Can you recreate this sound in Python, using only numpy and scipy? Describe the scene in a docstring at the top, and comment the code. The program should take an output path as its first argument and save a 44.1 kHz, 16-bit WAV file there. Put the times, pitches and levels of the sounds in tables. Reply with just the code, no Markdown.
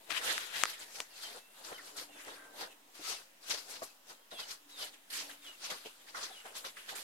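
"""Shuffling on gritty earth

Soles drag, crush grit and stir straw close by: filtered noise with grain bursts and short stone rings. Sharp
close snaps and dull heel knocks are struck decaying sines, heard through two small microphone ports. Far birds
cheep and whistle and a faint low tone comes and goes: gliding sines with wavering level. A quiet band-shaped
noise, the hiss of open country, lies under all."""
import sys
import numpy as np
from scipy import signal
from scipy.io import wavfile

SR = 44100
rng = np.random.default_rng(int(sys.argv[2]) if len(sys.argv) > 2 else 0)


def amplitude_ratio(level_db):
    """Convert a level in decibels to the matching linear amplitude (field) ratio."""
    exponent = np.asarray(level_db, float) / 20
    return 10 ** exponent


def generate_wav(signal):
    """Clip the signal to [-1, 1] and save it as 16-bit WAV at the path in sys.argv[1]."""
    frames = np.transpose(np.atleast_2d(signal))
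    scaled = np.clip(frames, -1, 1) * 32767
    pcm = np.round(scaled).astype(np.int16)
    wavfile.write(sys.argv[1], SR, pcm)


N = 310023

BAND_EDGES_HZ = 40 * 2 ** (np.arange(27) / 3)
RIGHT_LAG_S = 0.00023
# likeness of the ports in noise: f/Hz, left-right correlation/1
LIKENESS = [(60, 0.82), (300, 0.57), (700, 0.63), (1400, 0.13), (3000, 0.0)]

# air spectrum: f/Hz, relative density/dB per Hz
AIR_SPECTRUM = [(41, -48), (70, -24), (110, -18), (160, -11), (295, -0.5), (395, -10.5), (494, -4),
                (2330, -5.5), (2980, -4), (3990, -8.5), (13100, -12), (15000, -11)]
AIR_RMS_DB = -63.5

# weight pressing the ground: peak t/s, level in lowest region/dB, 10 dB rise/s, 10 dB fall/s
PRESSES = [(0.01, -64, 0.02, 0.04), (0.098, -54.0, 0.016, 0.199), (0.287, -47.5, 0.09, 0.115),
           (0.571, -52.5, 0.034, 0.108), (0.631, -51.0, 0.004, 0.018), (0.805, -60.5, 0.007, 0.106),
           (1.014, -54.0, 0.054, 0.015), (1.38, -55.5, 0.165, 0.015), (1.617, -59.0, 0.027, 0.015),
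           (1.676, -60.5, 0.119, 0.2), (1.723, -48.5, 0.02, 0.022), (2.018, -57.5, 0.2, 0.048),
           (2.094, -60.5, 0.005, 0.076), (2.167, -58.5, 0.017, 0.033), (2.274, -52.5, 0.024, 0.095),
           (2.446, -62.0, 0.092, 0.2), (2.625, -50.0, 0.063, 0.052), (2.885, -66.5, 0.007, 0.021),
           (3.0, -62, 0.015, 0.025), (3.128, -51.5, 0.066, 0.024), (3.207, -64.0, 0.068, 0.025),
           (3.508, -50.0, 0.014, 0.043), (3.55, -50.5, 0.044, 0.027), (3.705, -60.0, 0.069, 0.12),
           (3.821, -50.0, 0.005, 0.021), (3.855, -61.0, 0.148, 0.015), (4.112, -56.0, 0.021, 0.025),
           (4.213, -67.5, 0.039, 0.02), (4.326, -53.0, 0.004, 0.041), (4.403, -57.0, 0.02, 0.057),
           (4.83, -56.0, 0.054, 0.066), (5.234, -58.5, 0.039, 0.044), (5.296, -60.0, 0.053, 0.036),
           (5.349, -66.0, 0.023, 0.015), (5.49, -64.5, 0.028, 0.019), (5.635, -60, 0.015, 0.03),
           (5.721, -47.5, 0.031, 0.031), (5.851, -53.5, 0.005, 0.029), (6.105, -64.5, 0.069, 0.017),
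           (6.155, -54.0, 0.013, 0.132), (6.24, -58, 0.03, 0.03), (6.305, -58, 0.01, 0.03),
           (6.45, -57.0, 0.005, 0.145), (6.56, -60, 0.01, 0.025), (6.654, -52.0, 0.021, 0.021),
           (6.782, -64.0, 0.015, 0.028), (6.927, -50.0, 0.031, 0.048), (6.99, -59, 0.015, 0.03)]
# sole dragging on packed earth: peak t/s, level in scrape region/dB, 10 dB rise/s, 10 dB fall/s,
# resonance f/Hz
DRAGS = [(0.175, -44.0, 0.039, 0.027, 1690), (0.215, -47.0, 0.002, 0.156, 1540),
         (0.279, -42.5, 0.021, 0.019, 1760), (0.308, -40.0, 0.029, 0.025, 1880),
         (0.37, -50.5, 0.003, 0.108, 1580), (0.555, -49.0, 0.033, 0.169, 1720),
         (0.644, -48.5, 0.023, 0.016, 1380), (0.682, -51.5, 0.002, 0.022, 1610),
         (0.98, -60.0, 0.013, 0.053, 1570), (1.24, -56.5, 0.021, 0.013, 1550),
         (1.288, -57.0, 0.002, 0.036, 1840), (1.359, -59.0, 0.023, 0.031, 1340),
         (1.687, -60.0, 0.088, 0.2, 1310), (1.723, -53.0, 0.018, 0.014, 1300),
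         (1.794, -53.0, 0.004, 0.012, 1830), (1.966, -56.0, 0.004, 0.012, 1360),
         (2.015, -58.0, 0.006, 0.029, 1330), (2.203, -59.5, 0.049, 0.039, 1500),
         (2.281, -49.5, 0.004, 0.022, 1330), (2.335, -56.5, 0.061, 0.148, 1450),
         (2.636, -47.5, 0.028, 0.025, 1450), (3.069, -53.5, 0.036, 0.033, 1330),
         (3.118, -50.5, 0.004, 0.012, 1300), (3.219, -64.5, 0.023, 0.013, 1290),
         (3.546, -53.5, 0.023, 0.024, 1320), (3.757, -55.5, 0.015, 0.012, 1540),
         (3.825, -50.0, 0.005, 0.015, 1220), (4.11, -60, 0.015, 0.02, 1430),
         (4.319, -55.5, 0.004, 0.024, 1430), (4.391, -48.0, 0.003, 0.012, 1390),
         (5.181, -51.5, 0.035, 0.012, 1780), (5.298, -53.5, 0.004, 0.023, 1750),
         (5.713, -46.5, 0.004, 0.036, 1300), (6.074, -59.5, 0.006, 0.029, 1650),
         (6.148, -46.5, 0.004, 0.08, 1310), (6.24, -54, 0.02, 0.03, 1360),
         (6.457, -51.5, 0.006, 0.034, 1320), (6.552, -56.0, 0.002, 0.035, 1330),
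         (6.645, -48.0, 0.004, 0.023, 1300), (6.771, -51.0, 0.004, 0.02, 1630),
         (6.893, -44.0, 0.006, 0.012, 1400), (6.986, -54.5, 0.075, 0.02, 1580)]
# sole crushing grit: peak t/s, level in grit region/dB, 10 dB rise/s, 10 dB fall/s, resonance f/Hz
CRUSHES = [(0.107, -41.5, 0.006, 0.024, 2450), (0.177, -37.5, 0.032, 0.015, 2760),
           (0.273, -41.0, 0.049, 0.186, 3330), (0.306, -38.5, 0.06, 0.033, 3450),
           (0.378, -45, 0.006, 0.02, 3290), (0.436, -47.5, 0.164, 0.025, 3210),
           (0.561, -40.5, 0.028, 0.061, 2690), (0.617, -43.0, 0.04, 0.053, 3480),
           (0.706, -46.5, 0.076, 0.028, 4980), (0.741, -47.5, 0.017, 0.016, 2410),
           (0.829, -49.5, 0.046, 0.019, 4220), (0.96, -48.5, 0.013, 0.015, 5410),
           (1.011, -51.5, 0.127, 0.029, 5250), (1.18, -56.0, 0.042, 0.02, 4070),
           (1.249, -49.5, 0.071, 0.082, 4530), (1.387, -57.5, 0.2, 0.017, 3670),
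           (1.595, -59.5, 0.054, 0.097, 3450), (1.649, -50.5, 0.006, 0.092, 4670),
           (1.728, -55.5, 0.028, 0.025, 3290), (1.785, -55.5, 0.015, 0.015, 2630),
           (1.883, -55.0, 0.093, 0.052, 5630), (1.968, -52, 0.003, 0.03, 5200),
           (1.985, -45.5, 0.016, 0.037, 4360), (2.029, -52.5, 0.038, 0.021, 4620),
           (2.215, -56.5, 0.089, 0.026, 2520), (2.289, -55.0, 0.09, 0.098, 3010),
           (2.348, -58.0, 0.03, 0.02, 4310), (2.442, -66.0, 0.006, 0.067, 2880),
           (2.614, -43.5, 0.032, 0.033, 4160), (2.719, -62.0, 0.033, 0.025, 2770),
           (2.953, -58.0, 0.007, 0.117, 4770), (3.066, -47.5, 0.042, 0.018, 4640),
           (3.112, -41.0, 0.056, 0.049, 4790), (3.443, -57.0, 0.016, 0.033, 4330),
           (3.486, -46.5, 0.021, 0.024, 4430), (3.511, -32.5, 0.009, 0.017, 4350),
           (3.545, -42.5, 0.015, 0.032, 4810), (3.576, -45.5, 0.005, 0.041, 4840),
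           (3.715, -51.0, 0.043, 0.073, 5260), (3.764, -51.0, 0.029, 0.019, 4000),
           (3.834, -53.0, 0.022, 0.051, 5030), (4.101, -53.5, 0.022, 0.036, 4810),
           (4.315, -55.5, 0.006, 0.13, 3620), (4.403, -45.0, 0.015, 0.033, 4040),
           (4.517, -45.0, 0.034, 0.026, 5380), (4.695, -61.5, 0.006, 0.129, 4220),
           (4.794, -50.5, 0.014, 0.057, 3750), (4.828, -44.0, 0.037, 0.036, 4370),
           (4.873, -56.0, 0.006, 0.022, 3390), (4.943, -58.0, 0.013, 0.022, 2780),
           (5.104, -52.0, 0.003, 0.092, 4090), (5.137, -44.5, 0.015, 0.075, 4850),
           (5.172, -46.5, 0.025, 0.06, 4650), (5.203, -45.0, 0.034, 0.043, 4630),
           (5.299, -52.0, 0.014, 0.046, 2790), (5.448, -58.0, 0.029, 0.187, 3180),
           (5.482, -56, 0.03, 0.035, 3900), (5.648, -44.0, 0.024, 0.025, 5230),
           (5.67, -49.5, 0.028, 0.015, 4750), (5.687, -50.5, 0.028, 0.133, 4180),
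           (5.703, -40.0, 0.003, 0.034, 4300), (5.861, -52.5, 0.015, 0.044, 3110),
           (6.005, -65.0, 0.022, 0.107, 3000), (6.092, -54.5, 0.023, 0.023, 4250),
           (6.171, -47.5, 0.022, 0.078, 4850), (6.211, -48.0, 0.006, 0.089, 4660),
           (6.24, -45.0, 0.024, 0.035, 4660), (6.4, -58.5, 0.131, 0.037, 3120),
           (6.459, -55.5, 0.018, 0.077, 2790), (6.556, -51, 0.003, 0.03, 4040),
           (6.571, -47.0, 0.02, 0.04, 3890), (6.651, -43.5, 0.005, 0.034, 3980),
           (6.684, -54.0, 0.003, 0.017, 4030), (6.773, -54.5, 0.013, 0.101, 2680),
           (6.895, -46.0, 0.017, 0.038, 3890), (6.956, -48.0, 0.006, 0.089, 4160)]
# loose straw swishing: peak t/s, level in top region/dB, 10 dB rise/s, 10 dB fall/s
SWISHES = [(0.244, -45.0, 0.019, 0.126), (0.328, -47.0, 0.047, 0.014), (0.547, -53.5, 0.017, 0.066),
           (0.614, -49.5, 0.062, 0.03), (0.701, -52.5, 0.053, 0.018), (0.793, -55.5, 0.006, 0.057),
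           (0.973, -57.0, 0.078, 0.06), (1.229, -54.0, 0.014, 0.025), (1.599, -61.5, 0.015, 0.013),
           (1.673, -55.5, 0.03, 0.029), (1.858, -59.0, 0.016, 0.065), (1.968, -52.5, 0.002, 0.042),
           (2.013, -55.0, 0.022, 0.027), (2.216, -63.5, 0.005, 0.051), (3.101, -49.5, 0.048, 0.031),
           (3.202, -62.5, 0.023, 0.023), (3.486, -55.5, 0.013, 0.019), (3.588, -56.0, 0.018, 0.049),
           (3.709, -52.0, 0.02, 0.039), (3.833, -50.5, 0.005, 0.028), (4.535, -59.0, 0.02, 0.021),
           (4.845, -53.0, 0.007, 0.018), (5.103, -52.0, 0.002, 0.074), (5.13, -48.0, 0.006, 0.066),
           (5.174, -46.0, 0.025, 0.022), (5.308, -61.0, 0.015, 0.023), (5.664, -57.0, 0.022, 0.018),
           (6.191, -59.0, 0.019, 0.031), (6.556, -52.5, 0.003, 0.06), (6.58, -52.0, 0.003, 0.015),
           (6.91, -60.0, 0.007, 0.024), (6.957, -50.0, 0.004, 0.114)]
# limits between weight, scrape, grit and straw regions: f/Hz
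REGION_EDGES_HZ = [1050, 2100, 7000]
# stirred by a crush: level re grit at a middling crush/dB, loss per dB of crush/dB
WEIGHT_LAW, SCRAPE_LAW, STRAW_LAW = (-15, 0.4), (-8.5, 0.2), (-6.5, 0.3)
MIDDLING_CRUSH_DB = -50
# base spectrum of the feet: f/Hz, relative density/dB per Hz
CRUNCH_SPECTRUM = [(24, -63), (40, -19), (125, -18.5), (466, -1), (824, -0.5), (1290, -4.5), (2520, -3),
                   (4230, -5), (12900, -11.5), (15000, -28)]
GRIT_PEAK_DB, GRIT_WIDTH_OCTAVES = 6.0, 0.3
SCRAPE_PEAK_DB, SCRAPE_WIDTH_OCTAVES = 5.0, 0.25
GRAINS_PER_S, GRAIN_DECAY_S, GRAIN_SPREAD_DB, SMOOTH_SHARE = 700, 0.0018, 2.5, 0.9
PEBBLES_PER_S, PEBBLE_T60_CYCLES, PEBBLE_DB = 25, 27, -11    # rate per band
# place of the feet in the treble: t/s, left-right/dB
FEET_PAN = [(0.05, 3), (0.12, 12), (0.23, 0), (0.31, -4), (0.47, 7), (0.72, 1), (1.1, 3.5), (2.62, 4),
            (2.8, 0), (3.11, 8), (3.3, 2), (3.45, 6.5), (4.29, 2), (4.8, 3), (5.07, -3.5), (5.38, 3),
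            (6.77, 2.5), (7.03, -6)]
# how far lower bands follow that place: t/s, share/1
MIDDLE_FOLLOWS = [(0.6, 1.1), (1.0, 0.3), (3.0, 0.15)]

# sharp close snaps: t/s, level/dB, dull modes/dB, bright modes/dB, left-right/dB
SNAPS = [(0.1031, -28, 0.0, -14.0, 9), (0.106, -24, 1.5, -14.0, 16), (.1075, -30.5, 9.5, -10.5, 9),
         (.1180, -25.5, -8, -22, 21), (0.125, -24, 2, -13, 6.5), (0.3795, -29, 4.5, -13, 26),
         (0.6362, -11, 5.5, -3, 13), (0.655, -18.5, 5.5, -6, -5), (1.0032, -20, -16, -3, 8),
         (1.0049, -26, 0, -10, 3), (3.4974, -37, -10.0, 10, 2), (3.5012, -31, -10.0, 3, 4)]
# snap modes: f/Hz, level re snap/dB, t60/s (ring() floors it at 1 ms)
SNAP_MODES = [(523, -36, 0.023), (1245, -13.5, .010), (1860, -6, 0.0039), (2900, 3.5, 0.0013),
              (4580, 1, 0.001), (7300, 4.5, 0.00086), (9700, -14, 0.00067)]

# cheeps whose pitch moves at once, then levels out: t/s, length/s, from f/Hz, to f/Hz, level/dB
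CHEEPS = [(1.22, .07, 3450, 3090, -51), (1.74, .05, 3260, 3020, -54), (4.335, .08, 3750, 3260, -51),
          (4.79, .07, 3560, 2930, -48), (5.45, .07, 3500, 2880, -50), (6.36, .06, 3170, 2860, -55),
          (6.65, .03, 2800, 2960, -53), (6.885, .035, 3150, 2920, -56)]
# thin even slides of the same bird: t/s, length/s, from f/Hz, to f/Hz, level/dB
SLIDES = [(2.1, .1, 3620, 3390, -65), (4.15, .11, 3110, 3250, -74), (4.308, .03, 3980, 3750, -58),
          (4.405, .042, 3280, 2880, -53), (4.7, .092, 4040, 3520, -58), (5.41, .045, 3750, 3470, -61),
          (5.51, .05, 2900, 2690, -61), (6.29, .07, 3700, 3200, -62)]
# second, lower whistler: t/s, length/s, from f/Hz, to f/Hz, level/dB
WHISTLES = [(1.1, .085, 2860, 2530, -68), (1.33, .35, 2530, 2920, -72), (1.775, .037, 2300, 1640, -55),
            (1.82, .13, 2900, 3030, -72), (2.1, .08, 2880, 2500, -66), (2.32, .25, 1590, 1550, -66),
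            (2.65, .09, 2890, 2540, -69), (3.04, .09, 1310, 1280, -56), (3.13, .08, 2860, 2520, -62),
            (3.84, .08, 2750, 2520, -70), (4.35, .08, 2850, 2490, -60)]

# heel knocks: t/s, level/dB, f/Hz, t60/s
KNOCKS = [(1.349, -48.5, 500, 0.067), (1.718, -36, 610, 0.022), (2.013, -45.5, 483, 0.024),
          (2.284, -41.5, 533, 0.048), (2.995, -42.5, 342, 0.022), (3.094, -45, 477, 0.045),
          (3.821, -31, 646, 0.037), (4.322, -41.5, 623, 0.025), (5.633, -50, 727, 0.047),
          (5.854, -37.5, 457, 0.02), (6.3, -47.5, 762, 0.06), (6.455, -43.5, 786, 0.06)]
BLOW_HIGHPASS_HZ = 256

# low tone: t/s, length/s, from f/Hz, to f/Hz, level/dB
LOW_TONE = [(1.75, 1.15, 293, 293, -70), (4.55, .5, 290, 289, -72.5), (5.1, .45, 287, 286, -68)]


def rms_one(x):
    """Scale to rms 1."""
    return x / np.sqrt(np.mean(x ** 2) + 1e-20)


def slow_times():
    """Time in s at every 32nd sample, the slow control rate."""
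    return np.arange(0, N + 32, 32) / SR


def in_time(rows):
    """Curve in time, read at the slow rate."""
    s, value = np.transpose(rows)
    return np.interp(slow_times(), s, value)


def full_rate(slow):
    """From every 32nd sample to every sample."""
    return np.interp(np.arange(N) / 32, np.arange(len(slow)), slow)


def at_hz(points, hz):
    """Read a spectrum on a log frequency axis."""
    point_hz, value = np.transpose(points)
    return np.interp(np.log(hz), np.log(point_hz), value)


def drift(pole_hz):
    """Noise through a double low-pass pole: slow chance of spread 1 at the slow rate."""
    r = np.exp(-64 * np.pi * pole_hz / SR)
    noise = rng.standard_normal(N // 32 + 2002)
    settled = signal.lfilter([1], [1, -2 * r, r * r], noise)[2000:]
    return rms_one(settled)[:len(slow_times())]


def ring(clicks, hz, t60_s):
    """Two-pole resonator: a unit click starts a decaying sine of height 1."""
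    r = amplitude_ratio(-60 / (max(t60_s, 0.001) * SR))
    w = 2 * np.pi * hz / SR
    return signal.lfilter([0, np.sin(w)], [1, -2 * r * np.cos(w), r * r], clicks + 1e-18)


def both_ports(x, pan_db, right_lag_s):
    """One source at two microphone ports: level and arrival time differ."""
    late = np.interp(np.arange(N) - right_lag_s * SR, np.arange(N), x)
    return np.array([x * amplitude_ratio(pan_db / 2), late * amplitude_ratio(-pan_db / 2)])


def bands(white):
    """Third-octave stereo noise, unit power per Hz: ports alike in the bass, unrelated in the treble."""
    lag = round(RIGHT_LAG_S * SR)
    for k, (low, high) in enumerate(zip(BAND_EDGES_HZ, BAND_EDGES_HZ[1:])):
        bandpass = signal.butter(2, [low, high], "band", fs=SR, output="sos")
        mid, side = signal.sosfilt(bandpass, white[k % 2])    # neighbours use unrelated noise
        hz = np.sqrt(low * high)
        alike = at_hz(LIKENESS, hz)
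        mid = np.sqrt((1 + alike) / 2) * mid
        side = np.sqrt((1 - alike) / 2) * side
        yield hz, np.array([mid + side, np.roll(mid - side, lag)]) * np.sqrt(SR / 2)


def air(patchy_db=1.5):
    """Far leaves, road and device hiss: shaped noise, each band drifting slowly in level."""
    out = 0
    for hz, band in bands(rng.standard_normal((2, 2, N))):
        out = out + band * full_rate(amplitude_ratio(at_hz(AIR_SPECTRUM, hz) + patchy_db * drift(1.4)))
    return amplitude_ratio(AIR_RMS_DB) * rms_one(out)


def swells(rows):
    """Power of each event at the slow rate: straight rise and fall in dB."""
    s, db, rise_s, fall_s = np.transpose(rows)[:4, :, None]
    since = slow_times() - s
    below_db = 10 * np.where(since < 0, -since / rise_s, since / fall_s)
    return amplitude_ratio(2 * np.maximum(db - below_db, -150))


def stirred(grit_db, rows, law):
    """Level/dB of a region: its own events plus what a crush stirs, relatively less when harder."""
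    db, loss = law
    induced_db = grit_db + db - loss * (grit_db - MIDDLING_CRUSH_DB)
    return 10 * np.log10(amplitude_ratio(2 * induced_db) + swells(rows).sum(0))


def sole():
    """Levels/dB of weight, scrape, grit and straw, coupled through the crushes."""
    grit_db = 10 * np.log10(swells(CRUSHES).sum(0))
    weight_db = stirred(grit_db, PRESSES, WEIGHT_LAW)
    scrape_db = stirred(grit_db, DRAGS, SCRAPE_LAW)
    straw_db = stirred(grit_db, SWISHES, STRAW_LAW)
    return weight_db, scrape_db, grit_db, straw_db


def loudest_hz(rows):
    """Power-weighted log mean of the resonances, leaning to the loudest event."""
    power = swells(rows)
    return np.exp(np.log(np.array(rows)[:, 4]) @ power / power.sum(0))


def resonance(hz, peak_hz, peak_db, width_octaves):
    """Gain/dB of a bell on a log frequency axis."""
    return peak_db * np.exp(-0.5 * (np.log2(hz / peak_hz) / width_octaves) ** 2)


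def pebble(hz):
    """Stones and stalks knocked loose ring briefly, unlike on the two ports; unit power per Hz."""
    at = rng.integers(0, N, round(PEBBLES_PER_S * N / SR))
    chance = rng.normal(0, 1, (len(at), 4))
    out = np.zeros((2, N))
    for detune in (0.94, 1.06):
        clicks = np.zeros((2, N))
        chosen = (chance[:, 3] > 0) == (detune > 1)
        clicks[:, at[chosen]] = (chance[chosen, 1:3] * amplitude_ratio(1.7 * chance[chosen, :1])).T
        out += ring(clicks, detune * hz, PEBBLE_T60_CYCLES / hz)
    return rms_one(out) * np.sqrt(hz * (2 ** (1 / 6) - 2 ** (-1 / 6)))


def grainy_noise():
    """White noise: a smooth drag plus grit cracking in short decaying bursts."""
    crack_db = GRAIN_SPREAD_DB * np.minimum(rng.exponential(1, N), 5)
    cracks = (rng.random(N) < GRAINS_PER_S / SR) * amplitude_ratio(crack_db)
    bursts = rms_one(signal.lfilter([1], [1, -np.exp(-1 / (GRAIN_DECAY_S * SR))], cracks))
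    envelope = np.sqrt(SMOOTH_SHARE + (1 - SMOOTH_SHARE) * bursts ** 2)
    return rng.standard_normal((2, 2, N)) * envelope


def feet(patchy_db=1.8):
    """Grainy noise and pebbles in bands; moving resonances and four region levels colour each moment."""
    levels_db = sole()
    treble_pan = in_time(FEET_PAN)
    middle_pan = in_time(MIDDLE_FOLLOWS) * treble_pan
    hz = np.sqrt(BAND_EDGES_HZ[1:] * BAND_EDGES_HZ[:-1])[:, None]
    shape_db = at_hz(CRUNCH_SPECTRUM, hz)
    shape_db = shape_db + resonance(hz, loudest_hz(CRUSHES), GRIT_PEAK_DB, GRIT_WIDTH_OCTAVES)
    shape_db = shape_db + resonance(hz, loudest_hz(DRAGS), SCRAPE_PEAK_DB, SCRAPE_WIDTH_OCTAVES)
    power = amplitude_ratio(2 * shape_db) * np.diff(BAND_EDGES_HZ)[:, None]
    region_of = np.searchsorted(REGION_EDGES_HZ, hz[:, 0])
    out = 0
    for k, (centre_hz, band) in enumerate(bands(grainy_noise())):
        region = region_of[k]
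        db = shape_db[k] - 10 * np.log10(power[region_of == region].sum(0)) + levels_db[region]
        db = db + 10 * np.log10(2 / (1 + at_hz(LIKENESS, centre_hz)))    # unlike ports sum weakly
        db = db - 0.4 + patchy_db * drift(20.8)    # crunch lands unevenly over the bands
        pan_share = np.interp(np.log(centre_hz), np.log([400, 1200]), [0.3, 1])
        half_pan = pan_share * (middle_pan if centre_hz < 4300 else treble_pan) / 2
        if 900 < centre_hz < 9000:
            band = band + amplitude_ratio(PEBBLE_DB) * pebble(centre_hz)
        out = out + band * [full_rate(amplitude_ratio(db + half_pan)), full_rate(amplitude_ratio(db - half_pan))]
    return out


def snaps():
    """Each snap strikes the same modes, with strengths of its own on each port."""
    out = np.zeros((2, N))
    strength_db = rng.normal(0, 1.85, (len(SNAPS), len(SNAP_MODES), 2, 1))
    click = np.eye(1, 1500)[0]
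    for k, (hz, level_db, t60_s) in enumerate(SNAP_MODES):
        mode = (-1) ** k * ring(click, hz, t60_s)
        for (s, db, dull_db, bright_db, pan_db), own_db in zip(SNAPS, strength_db):
            colour_db = dull_db if hz < 2100 else bright_db if hz > 5600 else 0
            ports_db = np.array([[pan_db], [-pan_db]]) / 2 + own_db[k]
            at = round(s * SR)
            out[:, at:at + len(click)] += mode * amplitude_ratio(db + level_db + colour_db + ports_db)
    return out


def tones(notes, bend, peak_at, start_db, end_db, waver, edge_s, flutter_db):
    """Soft-edged sines that glide and swell; moving air makes pitch and level waver."""
    out = np.zeros(N)
    wobble = full_rate(drift(40))
    flutter = full_rate(flutter_db * drift(40))
    for s, length_s, first_hz, last_hz, db in notes:
        at = np.arange(round(s * SR), round((s + length_s) * SR))
        done = np.linspace(0, 1, len(at))
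        hz = last_hz + (first_hz - last_hz) * (1 - done) ** bend
        swell_db = np.interp(done, [0, peak_at, 1], [start_db, 0, end_db])
        edge = np.clip(np.minimum(done, 1 - done) * length_s / edge_s, 0, 1)
        phase = 2 * np.pi * np.cumsum(hz * (1 + waver * wobble[at])) / SR
        out[at] += np.sqrt(2) * amplitude_ratio(db + swell_db + flutter[at]) * edge * np.sin(phase)
    return out


def birds():
    """Far gliding calls, each with one faint echo from a wall."""
    out = 0
    # notes, bend, swell peak/1, start/dB, end/dB, left-right/dB, right lag/s
    for notes, bend, peak_at, start_db, end_db, pan_db, lag_s in (
            (CHEEPS, 4, 0.5, -5, -9, -1.5, -0.00006),
            (SLIDES, 1, 0.85, -7, -1, -1.5, -0.00006),
            (WHISTLES, 1, 0.5, -2, -3, -1.0, 0)):
        call = tones(notes, bend, peak_at, start_db, end_db, waver=0.004, edge_s=0.006, flutter_db=2.5)
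        echo = 0.25 * np.roll(call, round(0.021 * SR))
        out = out + both_ports(call + echo, pan_db, lag_s)
    return out


def knocks():
    """A heel settles in four soft pushes that ring two modes of the packed earth."""
    out = np.zeros(N)
    for (s, db, hz, t60_s), chance in zip(KNOCKS, rng.random((len(KNOCKS), 8))):
        clicks = np.zeros(4000)
        push_s = np.cumsum(0.002 + 0.005 * chance[:4] * [0, 1, 1, 1])
        clicks[(push_s * SR).astype(int)] = amplitude_ratio(db - 11.0 * chance[4:]) * [1, -1, 1, 1]
        thud = ring(clicks, hz, t60_s) + 0.5 * ring(clicks, 1.715 * hz, 0.83 * t60_s)
        at = round((s - 0.003) * SR)
        out[at:at + 4000] += signal.lfilter([0.3], [1, -0.7], thud)    # soft contact
    return both_ports(out, 1.4, RIGHT_LAG_S)


def low_tone():
    """Far faint sine, swelling and fading with slight waver."""
    tone = tones(LOW_TONE, bend=1, peak_at=0.3, start_db=-9, end_db=-11,
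                 waver=0.0021, edge_s=0.045, flutter_db=4.0)
    return both_ports(tone, -1.6, 0)


def scene():
    """Sum of all sources; the small ports cut the bass of snaps and knocks."""
    highpass = signal.butter(2, BLOW_HIGHPASS_HZ, "high", fs=SR, output="sos")
    blows = signal.sosfilt(highpass, snaps() + knocks())
    return air() + feet() + blows + birds() + low_tone()


def band_limit(x):
    """A steep low-pass at the top of the band."""
    return signal.sosfilt(signal.butter(12, 15830, fs=SR, output="sos"), x)


def record(dry):
    """Adds a small constant converter offset."""
    mix = dry - 0.0003
    return band_limit(mix)


dry = scene()
out = record(dry)
generate_wav(out)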